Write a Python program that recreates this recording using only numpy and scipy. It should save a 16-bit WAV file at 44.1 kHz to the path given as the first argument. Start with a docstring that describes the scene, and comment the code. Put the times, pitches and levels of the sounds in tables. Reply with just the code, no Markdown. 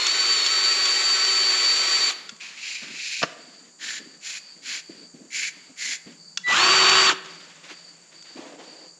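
"""Cordless grease gun in a workshop

The geared motor whines and the piston clicks as the gun pumps over a wooden bench, then stops.
The plunger rod slides home with a clack, the barrel is screwed tight in five scraping twists,
and the trigger starts a second, closer run. Hands bump and shift the gun.
Behind it are room air, a low hum and faint crickets outside."""
import sys
import numpy as np
from scipy import signal
from scipy.fft import rfft, irfft, next_fast_len
from scipy.io import wavfile
from scipy.ndimage import uniform_filter1d, map_coordinates

SR = 44100
rng = np.random.default_rng(int(sys.argv[2]) if len(sys.argv) > 2 else 0)


def persist_wave(psi):
    """Save psi, clipped to +-1, as 16-bit WAV."""
    counts = np.round(np.clip(psi, -1, 1) * 32767).astype(np.int16)
    wavfile.write(sys.argv[1], SR, np.atleast_2d(counts).T)


N = 396811
TIME_S = np.arange(N) / SR
AGE_S = TIME_S[:SR]  # clock of a short event

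# motor and gear tones: shaft_multiple, far_db, near_db
GEAR_ORDERS = [(.927, -37.5, -20), (2, -48, -24), (2.92, -17.5, -13), (3, -25.5, -13), (3.46, -16.5, -14.5),
               (4, -20, -13.5), (5, -17.5, -14.5), (6, -14.5, -15), (7, -43, -12.5), (8.2, -14, -22.5),
               (10, -20, -15), (19, -12.5, -17.5)]


def amp(db):
    """Decibels to gain."""
    return np.exp(np.asarray(db) * (np.log(10) / 20))


def unit(x):
    """Scale to rms 1."""
    return x / np.sqrt(np.mean(x ** 2) + 1e-20)


def along(points, hz):
    """Interpolate (freq_hz, value) points on a log axis."""
    freq_hz, values = np.transpose(points)
    return np.interp(np.log(hz + 1), np.log(freq_hz + 1), values)


def wobble(rate_hz, size=N):
    """Smooth random curve with rate_hz knots a second."""
    knots = rng.standard_normal(int(size * rate_hz / SR) + 4)
    fine = map_coordinates(knots, [np.arange(len(knots) * 4) / 4])
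    return np.interp(TIME_S[:size] * rate_hz * 4, np.arange(len(fine)), fine)


def filtered(x, response):
    """Apply a frequency response."""
    n = x.shape[-1]
    padded = next_fast_len(n + 8192)
    return irfft(rfft(x, padded) * response(np.fft.rfftfreq(padded, 1 / SR)), padded)[..., :n]


def resonance(f, hz, width_hz):
    """Response of one mode, 1 at its centre."""
    return 1j * f * width_hz / (hz * hz - f * f + 1j * f * width_hz)


def coloured(x, spectrum):
    """Shape x by (freq_hz, gain_db) points, at rms 1."""
    return unit(filtered(x, lambda f: amp(along(spectrum, f))))


def grains(rate_hz, spread_db, size=N):
    """Noise of jumping strength: surfaces catch and slip."""
    return unit(rng.standard_normal(size) * amp(spread_db * wobble(rate_hz, size)))


def burst(spectrum, t60_s, attack_s=0.0002):
    """Decaying noise puff through a minimum-phase filter."""
    t = AGE_S[:SR // 4]
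    cepstrum = irfft(np.log(amp(along(spectrum, np.fft.rfftfreq(2048, 1 / SR)))))
    causal = cepstrum * np.r_[1, np.full(1023, 2), np.zeros(1024)]
    colour = irfft(np.exp(rfft(causal)))
    puff = rng.standard_normal(len(t)) * amp(-60 * t / t60_s) * (1 - np.exp(-t / attack_s))
    return signal.fftconvolve(puff, colour / np.linalg.norm(colour))[:len(t)]


def ring(modes, attack_s):
    """Struck modes of slightly random strength; a soft contact starts them slowly."""
    t = AGE_S[:SR // 4]
    sines = sum(amp(db + rng.normal(0, 1) - 60 * t / t60_s) * np.sin(2 * np.pi * hz * t)
                for hz, db, t60_s in modes)
    return sines * (1 - np.exp(-(t / attack_s) ** 2))


def envelope(length_s, attack_s, release_s):
    """Linear rise, hold until length_s, exponential release."""
    return np.clip(AGE_S / attack_s, 0, 1) * np.exp(-np.clip((AGE_S - length_s) / release_s, 0, 20))


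def add(track, start_s, sound):
    """Mix a sound into the track."""
    part = track[max(round(start_s * SR), 0):][:len(sound)]
    part += sound[:len(part)]


def room(x):
    """Workshop reverb, 10 ms late; each frequency dies at its own rate."""
    decay = [(150, 0.24), (400, 1), (1500, 0.75), (4500, 0.55), (8000, 0.31), (14000, 1)]  # freq_hz, t60_s
    hz, t, noise = signal.stft(rng.standard_normal(SR), SR, nperseg=256)
    tail = signal.istft(noise * amp(-60 * t / along(decay, hz)[:, None]), SR, nperseg=256)[1]
    return signal.fftconvolve(x, np.pad(tail / np.linalg.norm(tail), (SR // 100, 0)))[:N]


def workshop_air():
    """Steady air and a low hum that swells late in the scene."""
    air_spectrum = [(30, -38), (80, -43.5), (165, -6.5), (300, -1.5), (700, -4.5), (1500, -7), (3500, -15),
                    (6000, -6), (7200, 6.5), (7700, -6), (8200, -1), (9000, -20.5), (14000, -43)]  # freq_hz, gain_db
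    hum_curve = [(0, -73), (6.05, -68.5), (6.2, -61.5), (7.3, -58), (8, -67), (9, -67)]  # time_s, level_db
    hum = unit(filtered(rng.standard_normal(N), lambda f: resonance(f, 171, 36) ** 2))
    air = coloured(rng.standard_normal(N), air_spectrum)
    return amp(-55) * air + amp(np.interp(TIME_S, *np.transpose(hum_curve))) * hum


def crickets():
    """Narrow-band chirps; farther crickets fill the gaps."""
    chirps = [(2.17, 0.13, -51), (3.367, 0.23, -55.5), (3.97, 0.18, -54.5), (4.383, 0.16, -50),
              (4.815, 0.25, -52.5), (5.5, .18, -58), (5.98, 0.12, -59), (6.167, 0.18, -51.5),
              (7.268, 0.17, -51.5), (7.696, 0.22, -52), (8.13, 0.23, -52.5), (8.635, 0.26, -51.5)]  # start_s, length_s, level_db
    trill = unit(filtered(rng.standard_normal(N), lambda f: resonance(f, 4618, 290) ** 2))
    gain = np.full(N, amp(-59.5))
    for start_s, length_s, db in chirps:
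        add(gain, start_s, amp(db) * envelope(length_s, attack_s=0.036, release_s=0.035))
    return gain * trill


def bench_bumps():
    """The gun knocks dully on the wood."""
    bumps = [(2.318, -34, 220), (2.821, -32, 236), (2.902, -30.5, 234), (3.993, -32, 260),
             (4.064, -34, 260), (4.89, -24.5, 330), (5.138, -29.5, 264), (5.198, -28.5, 261),
             (5.566, -35, 281), (5.693, -30, 262), (6.06, -22.5, 267), (7.118, -22.5, 323),
             (7.708, -33, 371), (8.352, -28.5, 300), (8.384, -26.5, 310)]  # start_s, level_db, pitch_hz
    thud_spectrum = [(60, -59.5), (130, -7.5), (220, 7), (380, 2), (650, -7), (1200, -39), (3000, -45.5)]  # freq_hz, gain_db
    out = np.zeros(N)
    for start_s, db, hz in bumps:
        knock = ring([(hz, 0, .07), (hz * 0.686, -9, .08), (hz * 1.3, -10, .04)], attack_s=0.0054)
        thud = burst(thud_spectrum, t60_s=0.093, attack_s=0.0033)
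        add(out, start_s, amp(db - 5) * (knock + amp(-9) * thud))
    return out


def handling():
    """Hands rub the shell, later drag the gun; each move starts quickly, slows and stops."""
    hand_moves = [(2.15, 0.16, -63, -46.5), (2.41, 0.42, -65.5, -44), (2.815, 0.16, -51, -44),
                  (3.245, .08, -55, -45.5), (3.36, 0.33, -53, -52.5), (3.80, 0.19, -60.5, -52),
                  (3.99, 0.18, -53, -55.5), (4.40, 0.13, -72, -55), (4.55, 0.21, -57, -63),
                  (4.892, 0.15, -49, -53.5), (5.135, 0.13, -49, -60.5), (5.35, 0.11, -60, -58),
                  (5.51, 0.22, -64, -53.5), (5.83, 0.078, -54.5, -63), (6.06, 0.075, -50.5, -51.5)]  # start_s, length_s, friction_db, rustle_db
    bench_drags = [(7.23, .14, -54.5, -44), (7.39, 0.26, -57.5, -48.5), (7.63, 0.06, -60, -46.5),
                   (7.69, 0.031, -58, -42.5), (7.76, 0.35, -61.5, -55), (8.11, 0.088, -62, -55),
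                   (8.24, 0.12, -61.5, -51.5), (8.36, 0.19, -43, -47.5), (8.58, 0.29, -47, -49.5)]  # start_s, length_s, friction_db, rustle_db
    rumble_spectrum = [(60, -40), (110, -28), (170, -1.5), (270, 4), (400, -4.5), (600, -9.5),
                       (1200, -43.5), (2500, -51)]  # freq_hz, gain_db
    drag_spectrum = [(70, -40), (150, -25), (240, -7), (300, 4.5), (380, -4), (550, -1), (800, -6),
                     (1200, -13.5), (2500, -59)]  # freq_hz, gain_db
    rustle_spectrum = [(60, -48), (200, -3), (400, -16), (900, -3.5), (1800, 5), (3500, 2), (7000, -5.5),
                       (8500, -17.5), (11000, -24), (14000, -55.5)]  # freq_hz, gain_db
    fade_db_per_s = 22.5
    rustle = coloured(grains(110, 0.99), rustle_spectrum)
    friction = grains(45, 1.5)
    out = np.zeros(N)
    for moves, spectrum in [(hand_moves, rumble_spectrum), (bench_drags, drag_spectrum)]:
        friction_gain, rustle_gain = np.zeros(N), np.zeros(N)
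        for start_s, length_s, friction_db, rustle_db in moves:
            move = envelope(length_s, attack_s=0.014, release_s=0.03) * amp(-fade_db_per_s * AGE_S)
            add(friction_gain, start_s, amp(friction_db) * move)
            add(rustle_gain, start_s, amp(rustle_db) * move)
        out += friction_gain * coloured(friction, spectrum) + rustle_gain * rustle
    return out


def scrape(hiss_db, ring_db, low_hz, low_width_hz, low_db, mid_hz, mid_width_hz, mid_db, top_db):
    """Metal slides on metal in tiny slips, which hiss and ring the hollow barrel."""
    rub_spectrum = [(1650, -53), (2800, -17), (3870, -3.5), (4340, -1), (5380, -3.5), (7090, -2),
                    (7380, -2.5), (7850, -19), (8680, -14), (9220, -26), (10000, -15.5), (10600, -17.5),
                    (14000, -68.5)]  # freq_hz, gain_db
    tube_spectrum = [(60, -65), (300, -23), (800, -21), (1250, -15.5), (1550, -4.5), (2200, -1),
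                     (2700, -2.5), (3400, -3), (5000, -38)]  # freq_hz, gain_db
    hiss = coloured(grains(500, 0.94, SR), rub_spectrum)
    slips = coloured(grains(350, 1.6, SR), tube_spectrum)
    tube = unit(filtered(slips, lambda f: 1 + amp(low_db) * resonance(f, low_hz, low_width_hz)))
    rim = unit(filtered(hiss, lambda f: 1 + amp(mid_db) * resonance(f, mid_hz, mid_width_hz)
                        + amp(top_db) * resonance(f, 7060, 270)))
    judder = amp(1.2 * wobble(70, SR))  # the metal catches unevenly
    return judder * (amp(hiss_db) * rim + amp(ring_db) * tube)


def plunger_slide():
    """The rod rubs its way home; the barrel's ring varies less than the hiss."""
    rub_curve = [(2.41, -44), (2.49, -45.5), (2.55, -51.5), (2.70, -31.5), (2.80, -40.5), (2.90, -44.5),
                 (3.08, -31), (3.22, -32.5)]  # time_s, level_db
    # barrel modes: low_hz, low_width_hz, low_db, mid_hz, mid_width_hz, mid_db, top_db
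    grip = (2480, 420, 20, 4200, 1700, 2, -3)
    start_s = 2.398
    hiss_db = np.interp(start_s + AGE_S, *np.transpose(rub_curve))
    ring_db = -32 + 0.78 * (hiss_db - hiss_db.max())
    push = envelope(length_s=0.84, attack_s=0.0079, release_s=0.013)
    out = np.zeros(N)
    add(out, start_s, push * scrape(hiss_db, ring_db, *grip))
    return out


def plunger_clack():
    """The plunger strikes its stop in a few quick contacts."""
    contacts = [(3.219, -39, -24), (3.2283, -14, -23.5), (3.233, -17.5, -12.5), (3.237, -22, -21.5)]  # start_s, edge_db, body_db
    edge_spectrum = [(400, -18), (1000, -2), (2700, 7), (3700, -2), (5000, 3), (7000, -13), (8000, -27),
                     (10500, -52), (14000, -71)]  # freq_hz, gain_db
    body_spectrum = [(40, -36), (90, -20), (160, -5.5), (400, -1.5), (520, 0.5), (700, 2), (950, -4),
                     (1250, 2), (1900, -3), (2600, -23), (5000, -49.5)]  # freq_hz, gain_db
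    out = np.zeros(N)
    for start_s, edge_db, body_db in contacts:
        add(out, start_s, amp(edge_db) * burst(edge_spectrum, t60_s=0.026))
        add(out, start_s, amp(body_db) * burst(body_spectrum, t60_s=0.038))
    return out


def barrel_twists():
    """The thread scrapes, loudest where the wrist is fastest; each grip retunes the barrel."""
    # start_s, length_s, hiss_db, ring_db, low_hz, low_width_hz, low_db,
    # mid_hz, mid_width_hz, mid_db, top_db
    twists = [(3.785, 0.2, -33.5, -34.5, 1770, 110, 7, 3600, 1400, 1, 3),
              (4.204, 0.18, -34, -37.5, 2500, 220, 1, 4200, 260, -8, 0),
              (4.616, 0.18, -33, -35, 2350, 350, -6, 4350, 780, -1, -4),
              (5.300, 0.19, -29.5, -29.5, 2230, 520, 15.5, 4450, 400, -12, 2),
              (5.758, 0.2, -29.5, -32, 2050, 495, 7.5, 4400, 170, -19, 1.5)]
    swell_db, peak_share = 7.5, 0.63
    out = np.zeros(N)
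    for start_s, length_s, *timbre in twists:
        swell = amp(-swell_db * np.clip(2 * (AGE_S / length_s - peak_share), -1, 1) ** 2)
        turn = envelope(length_s, attack_s=0.041, release_s=0.012)
        add(out, start_s, turn * swell * scrape(*timbre))
    return out


def pump_clicks():
    """Piston and trigger snap and ring the plastic shell."""
    clicks = [(0.066, 7.5, -12.5, -8.5), (0.4623, 7.5, -13, -8), (0.855, 3.5, -9, -7.5),
              (1.248, -6.5, -14, 0), (1.645, -2.5, -7, -5), (2.2918, -9, -4, -6.5), (2.363, -28, -12, -2),
              (2.4089, -25, -3, -2), (6.3729, -6, 0, 1.5), (6.894, 0, -15, 1), (7.0674, -3, 0, -14),
              (7.258, -20, -9, -4), (8.2237, -26, -10, -1)]  # start_s, level_db, ring_db, snap_db
    shell_modes = [(1395, -11.5, .05), (2730, -13.5, 0.062), (3430, 3.5, 0.026)]  # pitch_hz, level_db, t60_s
    snap_spectrum = [(100, -70), (500, -56), (1000, -13.5), (4000, -12), (5400, -7), (7200, -7.5),
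                     (8200, -23), (13000, -52)]  # freq_hz, gain_db
    out = np.zeros(N)
    for start_s, db, ring_db, snap_db in clicks:
        add(out, start_s, amp(db + ring_db - 13) * ring(shell_modes, attack_s=0.0011))
        add(out, start_s, amp(db + snap_db - 5) * burst(snap_spectrum, t60_s=0.019, attack_s=0.0025))
    return out


def soft_start():
    """Chopped current makes the windings sing at one pitch as the near run starts."""
    start_s, pitch_hz = 6.434, 1971
    phase = 2 * np.pi * pitch_hz * AGE_S
    tone = unit(np.sin(phase) + amp(-15.5) * np.sin(2 * phase))
    out = np.zeros(N)
    add(out, start_s, amp(-20.5) * envelope(length_s=0.1, attack_s=0.053, release_s=0.005) * tone)
    return out


def gear_rattle(angle, spectrum, mesh_depth, housing_db):
    """Tooth noise pulses three times a turn and rings the housing."""
    housing_modes = [(870, 30, -30), (1148, 15, 5), (1270, 79, -5), (1925, 330, -1.5), (2376, 27, 10),
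                     (2530, 48, 4.5), (3140, 13, -4.5), (4070, 49, 0)]  # pitch_hz, width_hz, level_db
    teeth = grains(300, 0.8, len(angle)) * (1 + mesh_depth * np.cos(3 * angle))
    housed = filtered(teeth, lambda f: 1 + amp(housing_db) * sum(
        amp(db) * np.abs(resonance(f, hz, width_hz)) ** 2 for hz, width_hz, db in housing_modes))
    return coloured(housed, spectrum)


def motor_whine(angle):
    """Clean lines, strongest at twelve times the shaft rate."""
    lines = [(12, 0), (15, -17), (20, -17.5), (21, -43)]  # shaft_multiple, level_db
    return sum(amp(db) * unit(np.sin(k * angle) * amp(1.7 * wobble(70, len(angle)))) for k, db in lines)


def gear_tones(angle, orders, play):
    """Play in the gears makes each tone flutter in strength and phase."""
    n = len(angle)
    out = np.zeros(n)
    for k, db in orders:
        flutter = 1 + play * wobble(40, n)
        out += amp(db) * unit(flutter * np.sin(k * angle + play * wobble(30, n)))
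    return out


def pole_song(angle, shaft_hz, cruise_hz, surge_db):
    """Rotor poles sing under starting or braking current; dips in speed bring out their overtone."""
    poles, full_dip_share = 5, 0.043
    accel_hz_per_s = uniform_filter1d(np.gradient(shaft_hz) * SR, SR // 200)
    torque = np.tanh(np.abs(accel_hz_per_s) / 4000)
    dip = np.clip((1 - cruise_hz / shaft_hz.max()) / full_dip_share, 0, 1)
    overtone = np.sin(2 * poles * angle)
    surge = torque * (np.sin(poles * angle) + amp(-15) * overtone)
    return amp(surge_db) * surge + amp(-9) * dip * overtone


def imbalance_hum(angle, drive):
    """Low hum at shaft rate; a narrow room resonance rings on after it."""
    resonance_hz = 379
    shake = drive * unit(np.sin(angle) * amp(0.59 * wobble(24.84, len(angle))))
    return filtered(np.pad(shake, (0, SR)),
                    lambda f: resonance(f, resonance_hz, 70) + 0.6 * resonance(f, resonance_hz, 3))


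def motor(on_s, off_s, cruise, spectrum, orders, gears_db, whine_db, tones_db,
          play, mesh_depth, housing_db, hum_db, surge_db):
    """One run: spin up, cruise with a few small dips in pitch, brake. Loudness follows speed."""
    spin_up_s, brake_s = 0.073, 0.045
    t = TIME_S[(TIME_S > on_s) & (TIME_S < off_s + 0.08)]
    cruise_hz = np.interp(t, *np.transpose(cruise))
    spin_up = 1 - np.exp(-((t - on_s) / spin_up_s) ** 1.65)
    shaft_hz = cruise_hz * spin_up * np.clip(1 - (t - off_s) / brake_s, 0, 1)
    pace = shaft_hz / shaft_hz.max()
    angle = 2 * np.pi * np.cumsum(shaft_hz * (1 + 0.0006 * wobble(45, len(t)))) / SR
    gear_gain = amp(gears_db) * pace ** 0.7
    whine_gain = amp(whine_db + 0.8 * wobble(27.95, len(t))) * pace ** 6.8
    rattle = gear_rattle(angle, spectrum, mesh_depth, housing_db)
    whine = whine_gain * motor_whine(angle)
    tones = amp(tones_db) * pace ** 2 * gear_tones(angle, orders, play)
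    song = pace * pole_song(angle, shaft_hz, cruise_hz, surge_db)
    out = np.zeros(N)
    add(out, t[0], gear_gain * (rattle + tones + song) + whine)
    add(out, t[0], amp(hum_db) * imbalance_hum(angle, gear_gain * pace))
    return out


def far_run():
    """First run, already at speed when the scene opens."""
    cruise = [(.03, 359), (.1, 375.4), (.33, 381), (.42, 367), (.51, 377.5), (.74, 381.4), (.8, 379.5),
              (1.08, 381.6), (1.41, 379.3), (1.91, 381.3), (2.095, 379.5)]  # time_s, shaft_hz
    gear_spectrum = [(50, -57), (90, -57), (160, -28), (350, -4), (700, -7.5), (1200, -2.5), (2400, 1),
                     (3300, 1), (4300, 5), (5000, -3.5), (6300, -4), (7200, 3.5), (7800, -12.5),
                     (10500, -17), (13500, -42)]  # freq_hz, gain_db
    orders = [(k, db) for k, db, _ in GEAR_ORDERS]
    return motor(on_s=-0.5, off_s=2.095, cruise=cruise, spectrum=gear_spectrum, orders=orders,
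                 gears_db=-26, whine_db=-22.5, tones_db=0, play=0.6, mesh_depth=0.38,
                 housing_db=-6, hum_db=-28, surge_db=-14)


def near_run():
    """Second run, short and louder."""
    cruise = [(6.62, 378), (6.736, 381.7), (6.844, 377), (7.06, 384), (7.092, 369)]  # time_s, shaft_hz
    gear_spectrum = [(50, -44.5), (100, -14.5), (350, -11.5), (600, -9.5), (1200, 4.5), (2000, -4),
                     (2900, 3), (4200, -5.5), (6000, -8.5), (7450, -6), (7900, -22.5), (10500, -25.5),
                     (13500, -60)]  # freq_hz, gain_db
    orders = [(k, db) for k, _, db in GEAR_ORDERS]
    return motor(on_s=6.459, off_s=7.094, cruise=cruise, spectrum=gear_spectrum, orders=orders,
                 gears_db=-18.5, whine_db=-19.5, tones_db=-3.5, play=0.67, mesh_depth=0.39,
                 housing_db=-11, hum_db=-19, surge_db=3)


def scene():
    """Nearly centred, widest in the top treble. 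The far run stirs more of the room."""
    far = far_run()
    close = near_run() + soft_start() + pump_clicks()
    close += plunger_clack() + plunger_slide() + barrel_twists() + bench_bumps() + handling()
    mid = far + close + room(amp(-9.5) * far + amp(-15) * close) + crickets() + workshop_air()
    stereo_width = [(30, -10), (100, -22), (500, -27), (1500, -35), (6000, -35), (9000, -16), (13000, -7)]  # freq_hz, side_db
    side = filtered(room(mid), lambda f: amp(along(stereo_width, f)))
    return np.array([mid + side, mid - side])


def record(dry):
    """Microphone with a treble notch and a steep band limit."""
    notch_hz, top_hz = 9275, 13900
    return filtered(dry, lambda f: (1 - resonance(f, notch_hz, 1270)) ** 2 * (f < top_hz))


dry = scene()
out = record(dry)
persist_wave(out)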